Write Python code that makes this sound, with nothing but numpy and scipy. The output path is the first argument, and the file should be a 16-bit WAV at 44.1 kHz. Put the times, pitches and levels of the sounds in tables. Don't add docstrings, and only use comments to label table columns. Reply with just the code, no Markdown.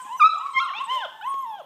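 import sys
import numpy as np
from scipy import signal
from scipy.fft import rfft, irfft, next_fast_len
from scipy.io import wavfile
from scipy.ndimage import uniform_filter1d, map_coordinates

SR = 44100
rng = np.random.default_rng(int(sys.argv[2]) if len(sys.argv) > 2 else 0)


def pcm_store(signal):
    levels = np.round(np.clip(np.atleast_2d(signal), -1, 1) * 32767)
    wavfile.write(sys.argv[1], SR, levels.astype(np.int16).T)


N = 72765
TIME_S = np.arange(N) / SR
TOP_HZ = 15350
PATCHY_DB = 1.5


def amp(db):
    return 10 ** (np.asarray(db) / 20)


def unit(x):
    return x / np.sqrt(np.mean(x ** 2) + 1e-20)


def along(points, hz):
    point_hz, value = np.transpose(points)
    return np.interp(np.log(hz + 1), np.log(point_hz + 1), value)


def wobble(rate):
    knots = rng.standard_normal(int(N * rate / SR) + 4)
    return map_coordinates(knots, [TIME_S * rate], order=2)


def filtered(x, response):
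    size = next_fast_len(N + SR // 2)
    spectrum = rfft(x, size) * response(np.fft.rfftfreq(size, 1 / SR))
    return irfft(spectrum, size)[..., :N]


def highpass(x, cut_hz):
    return filtered(x, lambda hz: (1j * hz / (cut_hz + 1j * hz)) ** 2)


def noise(spectrum, patchy_db=0):
    z = signal.stft(rng.standard_normal(N + 512), nperseg=512)[2]
    patches = uniform_filter1d(rng.standard_normal(z.shape), size=3, axis=0)
    patches = uniform_filter1d(patches, size=10, axis=1)
    x = signal.istft(z * amp(patchy_db * unit(patches)), nperseg=512)[1][:N]
    return unit(filtered(x, lambda hz: amp(along(spectrum, hz))))


def air():
    # freq_hz [Hz], density_db [relative dB per Hz]
    murmur_colour = [(25, -44), (150, -5), (400, -9.5), (1000, -0.5), (1400, -11.5), (2300, -20),
                     (3200, -7), (4500, -25.5), (6500, -32), (15500, -25.5)]
    return amp(-56 + 0.24 * wobble(1.5)) * noise(murmur_colour, PATCHY_DB)


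def rustle():
    # time_s [s], level_db [dB]
    rustle_level = [(0.0, -54), (0.118, -57.5), (0.266, -61.5), (0.334, -59), (0.62, -67), (0.752, -96),
                    (1.235, -69.5), (1.41, -69.5), (1.65, -98)]
    # freq_hz [Hz], gain_db [relative dB]
    rustle_colour = [(2000, -49.5), (5000, -4), (8000, 10), (10000, -4.5), (13500, -7), (15400, -13.5)]
    time_s, level_db = np.transpose(rustle_level)
    level_db = np.interp(TIME_S, time_s, level_db) + 1.0 * wobble(7.7)
    return amp(level_db) * noise(rustle_colour, PATCHY_DB)


def barn(x):
    # freq_hz [Hz], t60_s [s to fall by 60 dB]
    wall_decay = [(300, 0.22), (1200, 0.5), (3000, 0.53), (6000, 0.92), (12000, 0.14)]
    delay_s = 0.015
    hz, t, z = signal.stft(rng.standard_normal(SR), SR, nperseg=256)
    t60_s = along(wall_decay, hz)[:, None]
    tail = signal.istft(z * amp(-60 * t / t60_s), SR, nperseg=256)[1]
    tail = tail / np.linalg.norm(tail)
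    delayed = np.pad(x, (int(delay_s * SR), 0))
    return signal.fftconvolve(delayed, tail)[:N]


def knocks():
    # start_s [s], thud_hz [Hz], thud_db [dB], click_db [dB]
    knock_rows = [(0.051, 277, -39, -74.5), (0.556, 200, -35.5, -73), (0.597, 200, -36, -73),
                  (0.788, 350, -37, -65), (1.211, 177, -66, -55), (1.342, 480, -31.5, -34.5)]
    thud_cycles, click_s = 4, 0.0055
    click_hz, low_cut_hz = 2200, 160
    out = np.zeros(N)
    for start_s, thud_hz, thud_db, click_db in knock_rows:
        since_s = np.maximum(TIME_S - start_s, 0)
        thud = np.sin(2 * np.pi * thud_hz * since_s) * amp(-60 * since_s * thud_hz / thud_cycles)
        click = amp(click_db - 60 * since_s / click_s) * np.cos(2 * np.pi * click_hz * since_s)
        out += amp(thud_db) * thud + (TIME_S >= start_s) * click
    return highpass(out, low_cut_hz)


def sniff():
    # freq_hz [Hz], gain_db [relative dB]
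    sniff_colour = [(1000, -33), (4000, -7.5), (7500, -2), (10000, -10.5), (15000, -12)]
    peak_s, rise_s, fall_s, level_db = 0.948, 0.028, 0.03, -52
    width_s = np.where(TIME_S < peak_s, rise_s, fall_s)
    swell = np.exp(-np.abs(TIME_S - peak_s) / width_s)
    return amp(level_db + 2.6 * wobble(140)) * swell * noise(sniff_colour)


def squeaks(count=28):
    # start_s [s], length_s [s], start_hz [Hz], end_hz [Hz], level_db [dB]
    squeak_rows = [(0.013, 0.025, 9530, 7810, -43.5), (0.167, 0.031, 6200, 5910, -45),
                   (0.187, 0.019, 8800, 9900, -52), (0.38, 0.011, 8160, 6880, -41.5),
                   (0.5, 0.047, 9170, 7800, -50.5), (0.612, 0.025, 11200, 11100, -56),
                   (0.641, 0.019, 8600, 8160, -48), (0.837, 0.037, 8670, 7820, -46),
                   (1.208, 0.012, 13800, 13500, -61), (1.272, 0.023, 8450, 8150, -55),
                   (1.287, 0.043, 10600, 8100, -47), (1.388, 0.0092, 9350, 8750, -52),
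                   (1.416, 0.029, 7440, 7500, -66), (1.466, 0.049, 5580, 5320, -63.5)]
    octave_db, bend = -9, 0.56
    when, length, pitch, fall, level = rng.random((count, 5)).T
    far_hz = 5500 + 8500 * pitch
    far_end_hz = far_hz * (1.03 - 0.12 * fall)
    far = zip(when * N / SR, 0.014 + 0.015 * length, far_hz, far_end_hz, -73 + 6 * level)
    out = np.zeros(N)
    for start_s, length_s, start_hz, end_hz, level_db in [*squeak_rows, *far]:
        progress = np.clip((TIME_S - start_s) / length_s, 0, 1)
        hz = start_hz + (end_hz - start_hz) * progress ** bend
        phase = 2 * np.pi * np.cumsum(hz) / SR
        whistle = np.sin(phase)
        if 2 * start_hz < TOP_HZ:
            whistle = whistle + amp(octave_db) * np.sin(2 * phase)
        out += amp(level_db + 1.5 * wobble(180)) * np.sin(np.pi * progress) * whistle
    return out


def cry(rows, breath_db, jitter, sheen_db):
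    # freq_hz [Hz], gain_db [relative dB]
    breath_colour = [(400, -55), (900, -24.5), (1500, -5.5), (3200, -11), (4500, -23.5), (8000, -19.5),
                     (15000, -45.5)]
    # freq_hz [Hz], gain_db [relative dB]
    throat_colour = [(2000, -17.5), (3300, 9.5), (4300, -21.5), (5300, -19.5), (6500, -27.5), (10000, -73)]
    # [dB re fundamental, before sheen_db]
    sheen_colour = [(4500, -60), (6500, -48), (9000, -60.5), (12000, -45.5), (15000, -56)]
    edge_s, jitter_rate = 0.0022, 120
    shimmer_db, sheen_flicker_db = 0.56, 5.5
    rasp_base_db, rasp_rate, rasp_top_db = 0.93, 150, 4
    rasp_per_glide = 0.00024

    time_s, *columns = np.transpose(rows)
    hz, *levels = [uniform_filter1d(np.interp(TIME_S, time_s, c), size=200) for c in columns]
    phase = 2 * np.pi * np.cumsum(hz * (1 + jitter * wobble(jitter_rate))) / SR
    glide = np.abs(np.gradient(hz)) * SR
    rasp_db = np.minimum(rasp_base_db + rasp_per_glide * glide, 6)

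    fourth_db = levels[3] - along(throat_colour, 4 * hz)
    levels += [fourth_db + along(throat_colour, k * hz) for k in range(5, 9)]
    tone = np.zeros(N)
    for k, level_db in enumerate(levels):
        flutter_db = np.minimum(rasp_db * np.sqrt(k) * wobble(rasp_rate), rasp_top_db)
        gain = amp(level_db + shimmer_db * wobble(39.2) + flutter_db)
        tone += gain * np.sin((k + 1) * phase + k)
    for k in range(5, 18):
        level_db = levels[0] + sheen_db + along(sheen_colour, k * hz)
        tone += amp(level_db + sheen_flicker_db * wobble(110)) * np.sin(k * phase)

    pulsed = (1 + np.cos(phase)) * rng.standard_normal(N)
    breath = unit(filtered(pulsed, lambda f: amp(along(breath_colour, f))))
    breath = amp(levels[0] + breath_db) * breath
    inside_s = np.minimum(TIME_S - time_s[0], time_s[-1] - TIME_S) + edge_s
    gate = np.clip(inside_s / (2 * edge_s), 0, 1) ** 2
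    return gate * (np.sqrt(2) * tone + breath)


def puppies():
    whine_1 = [(0.0, 1035, -34, -62, -59, -79.5), (0.03, 997, -44, -69.5, -64, -90.5),
               (0.066, 1057, -35.5, -73, -85.5, -80.5), (0.072, 1032, -46, -89, -67.5, -92),
               (0.1, 889, -40.5, -69, -76.5, -83)]
    whine_2 = [(0.044, 799.0, -62, -101, -58.5, -61.5), (0.069, 835.6, -43, -53, -61, -63.5),
               (0.089, 838.6, -49, -53, -57, -77), (0.107, 905, -33, -64, -54.5, -90.5),
               (0.129, 1001, -31.5, -58, -51.5, -56.5), (0.157, 1031, -28.5, -55, -56, -84.5),
               (0.178, 1110, -47.5, -67.5, -70.5, -82.5)]
    whine_3 = [(0.328, 593.6, -48, -35, -71, -83.5), (0.34, 643, -44, -31, -88, -56),
               (0.376, 818.7, -43, -84, -46.5, -58.5), (0.414, 986, -34.5, -51, -51, -63),
               (0.444, 1098, -30, -84, -76, -98), (0.464, 1141, -25, -48, -89, -58.5),
               (0.496, 1106, -31, -58.5, -81.5, -82), (0.518, 973, -43, -81, -81.5, -87)]
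    whine_4 = [(0.599, 1065, -22.5, -52, -28, -73), (0.614, 1073, -22.5, -51.5, -34, -52),
               (0.624, 1063, -22, -67, -36.5, -57), (0.652, 1052, -35.5, -59, -57, -78),
               (0.712, 1096, -30.5, -71, -57, -96), (0.738, 1255, -33.5, -72, -63, -79)]
    whine_5 = [(0.735, 734, -51, -37, -38, -60), (0.753, 811, -37.5, -60, -39.5, -37.5),
               (0.768, 882, -36.5, -61, -36.5, -39.5), (0.787, 908.7, -44, -55, -32, -38.5),
               (0.815, 1077, -23.5, -51, -51.5, -78), (0.83, 1131, -34.5, -74, -61, -84),
               (0.841, 1086, -29, -51.5, -72, -85), (0.854, 1040, -45, -65, -69, -89)]
    whine_6 = [(0.862, 863, -42.5, -66, -74, -72), (0.89, 946.6, -31, -41.5, -40, -58),
               (0.908, 1023, -26, -41.5, -32, -52.5), (0.928, 1049, -23.5, -41.5, -36, -58.5),
               (0.953, 1043, -24, -42, -35.5, -55), (0.978, 996, -26, -52, -32.5, -71),
               (1.012, 880, -35, -41.5, -53.5, -43), (1.043, 726.5, -37, -31.5, -59, -43),
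               (1.058, 600, -32, -41, -56, -57), (1.066, 490, -47, -50, -56.5, -77)]
    whine_7 = [(0.91, 446.6, -50, -70.5, -71, -83), (0.939, 611, -54.5, -59, -77, -66),
               (0.979, 597, -42.5, -70, -81, -53)]
    whine_8 = [(1.119, 866.7, -47, -66, -79, -65), (1.141, 873, -56, -60, -84, -82),
               (1.188, 888, -42.5, -62, -83, -93)]
    whine_9 = [(1.212, 735, -57, -31, -65, -52), (1.222, 746, -47, -47.5, -64, -47),
               (1.23, 839, -35, -46, -53, -55), (1.244, 870, -34.5, -49, -42.5, -53),
               (1.252, 959, -29.5, -48, -58, -65), (1.264, 1007, -30, -50.5, -46, -65),
               (1.278, 1061, -24.5, -50.5, -55, -98), (1.29, 1095, -27, -67, -59, -90),
               (1.354, 1097, -28.5, -82, -56, -92), (1.431, 1064, -29.5, -61, -60.5, -94),
               (1.448, 1006, -31.5, -57, -73, -95), (1.466, 916.5, -35, -61, -60, -65),
               (1.496, 906, -33, -67, -68, -62), (1.52, 859.6, -35, -58, -63, -61),
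               (1.543, 831, -35.5, -58, -65, -49), (1.581, 786.4, -44, -50.5, -67, -56.5),
               (1.601, 679.4, -36, -49.5, -81, -62), (1.622, 501, -44.5, -40, -68, -86.5)]
    whine_10 = [(0.333, 1338, -23, -58.5, -60.5, -76), (0.359, 1252, -24.5, -73, -67, -79),
                (0.382, 1102, -29.5, -68, -74.5, -79.5), (0.39, 1136, -71, -67.5, -67, -84)]
    whine_11 = [(0.0, 1550, -45.5, -61, -70.5, -71), (0.016, 1526, -52, -68.5, -80, -77.5),
                (0.03, 1457, -69, -70.5, -76.5, -81)]
    yip_1 = [(0.196, 1501, -26.5, -53, -63.5, -61.5), (0.204, 1282, -20, -29, -41.5, -57.5),
             (0.219, 1200, -8.5, -23, -33, -45), (0.228, 1180, -7.5, -15, -37.5, -51),
             (0.245, 1279, -4.5, -34, -28.5, -52.5), (0.258, 1275, -6, -21, -24.5, -51),
             (0.275, 1313, -8, -31, -39.5, -37.5), (0.286, 1295, -16, -35, -43, -53.5),
             (0.304, 1320, -27.5, -34, -30, -66.5), (0.332, 1349, -46.5, -65, -44, -68)]
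    yip_2 = [(0.533, 1046, -30, -50, -56, -55), (0.549, 1061, -34, -37.5, -39.5, -64),
             (0.571, 1061, -20.5, -16, -35.5, -56.5), (0.587, 1055, -17, -18, -33.5, -42),
             (0.597, 1136, -24, -22.5, -36, -47), (0.607, 1234, -38, -51.5, -36, -56)]
    yip_3 = [(0.6, 1201, -19, -53.5, -36.5, -41), (0.607, 1339, -24, -33, -44, -52),
             (0.628, 1390, -24, -41, -46, -54), (0.642, 1281, -30, -49, -43, -54),
             (0.656, 1238, -30, -46.5, -47.5, -69), (0.67, 1069, -22.5, -50.5, -46, -82),
             (0.696, 918, -49, -38.5, -41, -54), (0.71, 725, -46.5, -47, -65, -53),
             (0.722, 610, -48, -40, -72, -73)]
    # breath_db [dB re fundamental], jitter [share of pitch],
    # echo_db [dB], sheen_db [dB added to the high partials]
    voice_colour = [(-20, 0.0068, -3.5, -5), (-34, 0.0015, -8, -3), (-28, 0.0049, -6.5, -6.5),
                    (-56, 0.01345, -7.5, -8.5), (-22.5, 0.01, -10.5, -5.5), (-24.5, 0.0066, -10, -4.5),
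                    (-33, 0.0061, -0.5, -14), (-33, 0.0066, 1.5, -6), (-61, 0.0025, -10.5, 3),
                    (-39.5, 0.0015, -5.5, -5.5), (-31.5, 0.0058, -17.5, -8), (-43, 0.0025, -11.5, -18),
                    (-29.5, .003, -22.5, -13), (-32, 0.011, -7.5, -8.5)]
    cries = [whine_1, whine_2, whine_3, whine_4, whine_5, whine_6, whine_7, whine_8, whine_9,
             whine_10, whine_11, yip_1, yip_2, yip_3]
    voices = []
    for rows, (breath_db, jitter, echo_db, sheen_db) in zip(cries, voice_colour):
        voices.append((cry(rows, breath_db, jitter, sheen_db), echo_db))
    return voices


def scene():
    mix = air() + rustle()
    sources = [(knocks() + sniff(), -14), (squeaks(), -17), *puppies()]  # (sound, echo dB)
    for sound, echo_db in sources:
        mix += sound + amp(echo_db) * barn(sound)
    return mix[None]


def record(dry):
    duck_from_db, duck_share, duck_s = -26.5, 0.35, 0.081
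    low_cut_hz = 109
    clip_at, clip_hardness = 0.5, 30
    pop_s, pop_db, pop_fall_s = 0.244, -50, 0.0021

    keep = np.exp(-1 / (duck_s * SR))
    power = signal.lfilter([1 - keep], [1, -keep], dry ** 2)
    level_db = 10 * np.log10(power + 1e-12)
    x = dry * amp(-duck_share * np.maximum(level_db - duck_from_db, 0))
    x = highpass(x, low_cut_hz)
    x = x / (1 + np.abs(x / clip_at) ** clip_hardness) ** (1 / clip_hardness)
    since_s = np.maximum(TIME_S - pop_s, 0)
    x = x + amp(pop_db) * (since_s > 0) * np.exp(-since_s / pop_fall_s)
    return filtered(x, lambda hz: hz < TOP_HZ)


dry = scene()
out = record(dry)
pcm_store(out)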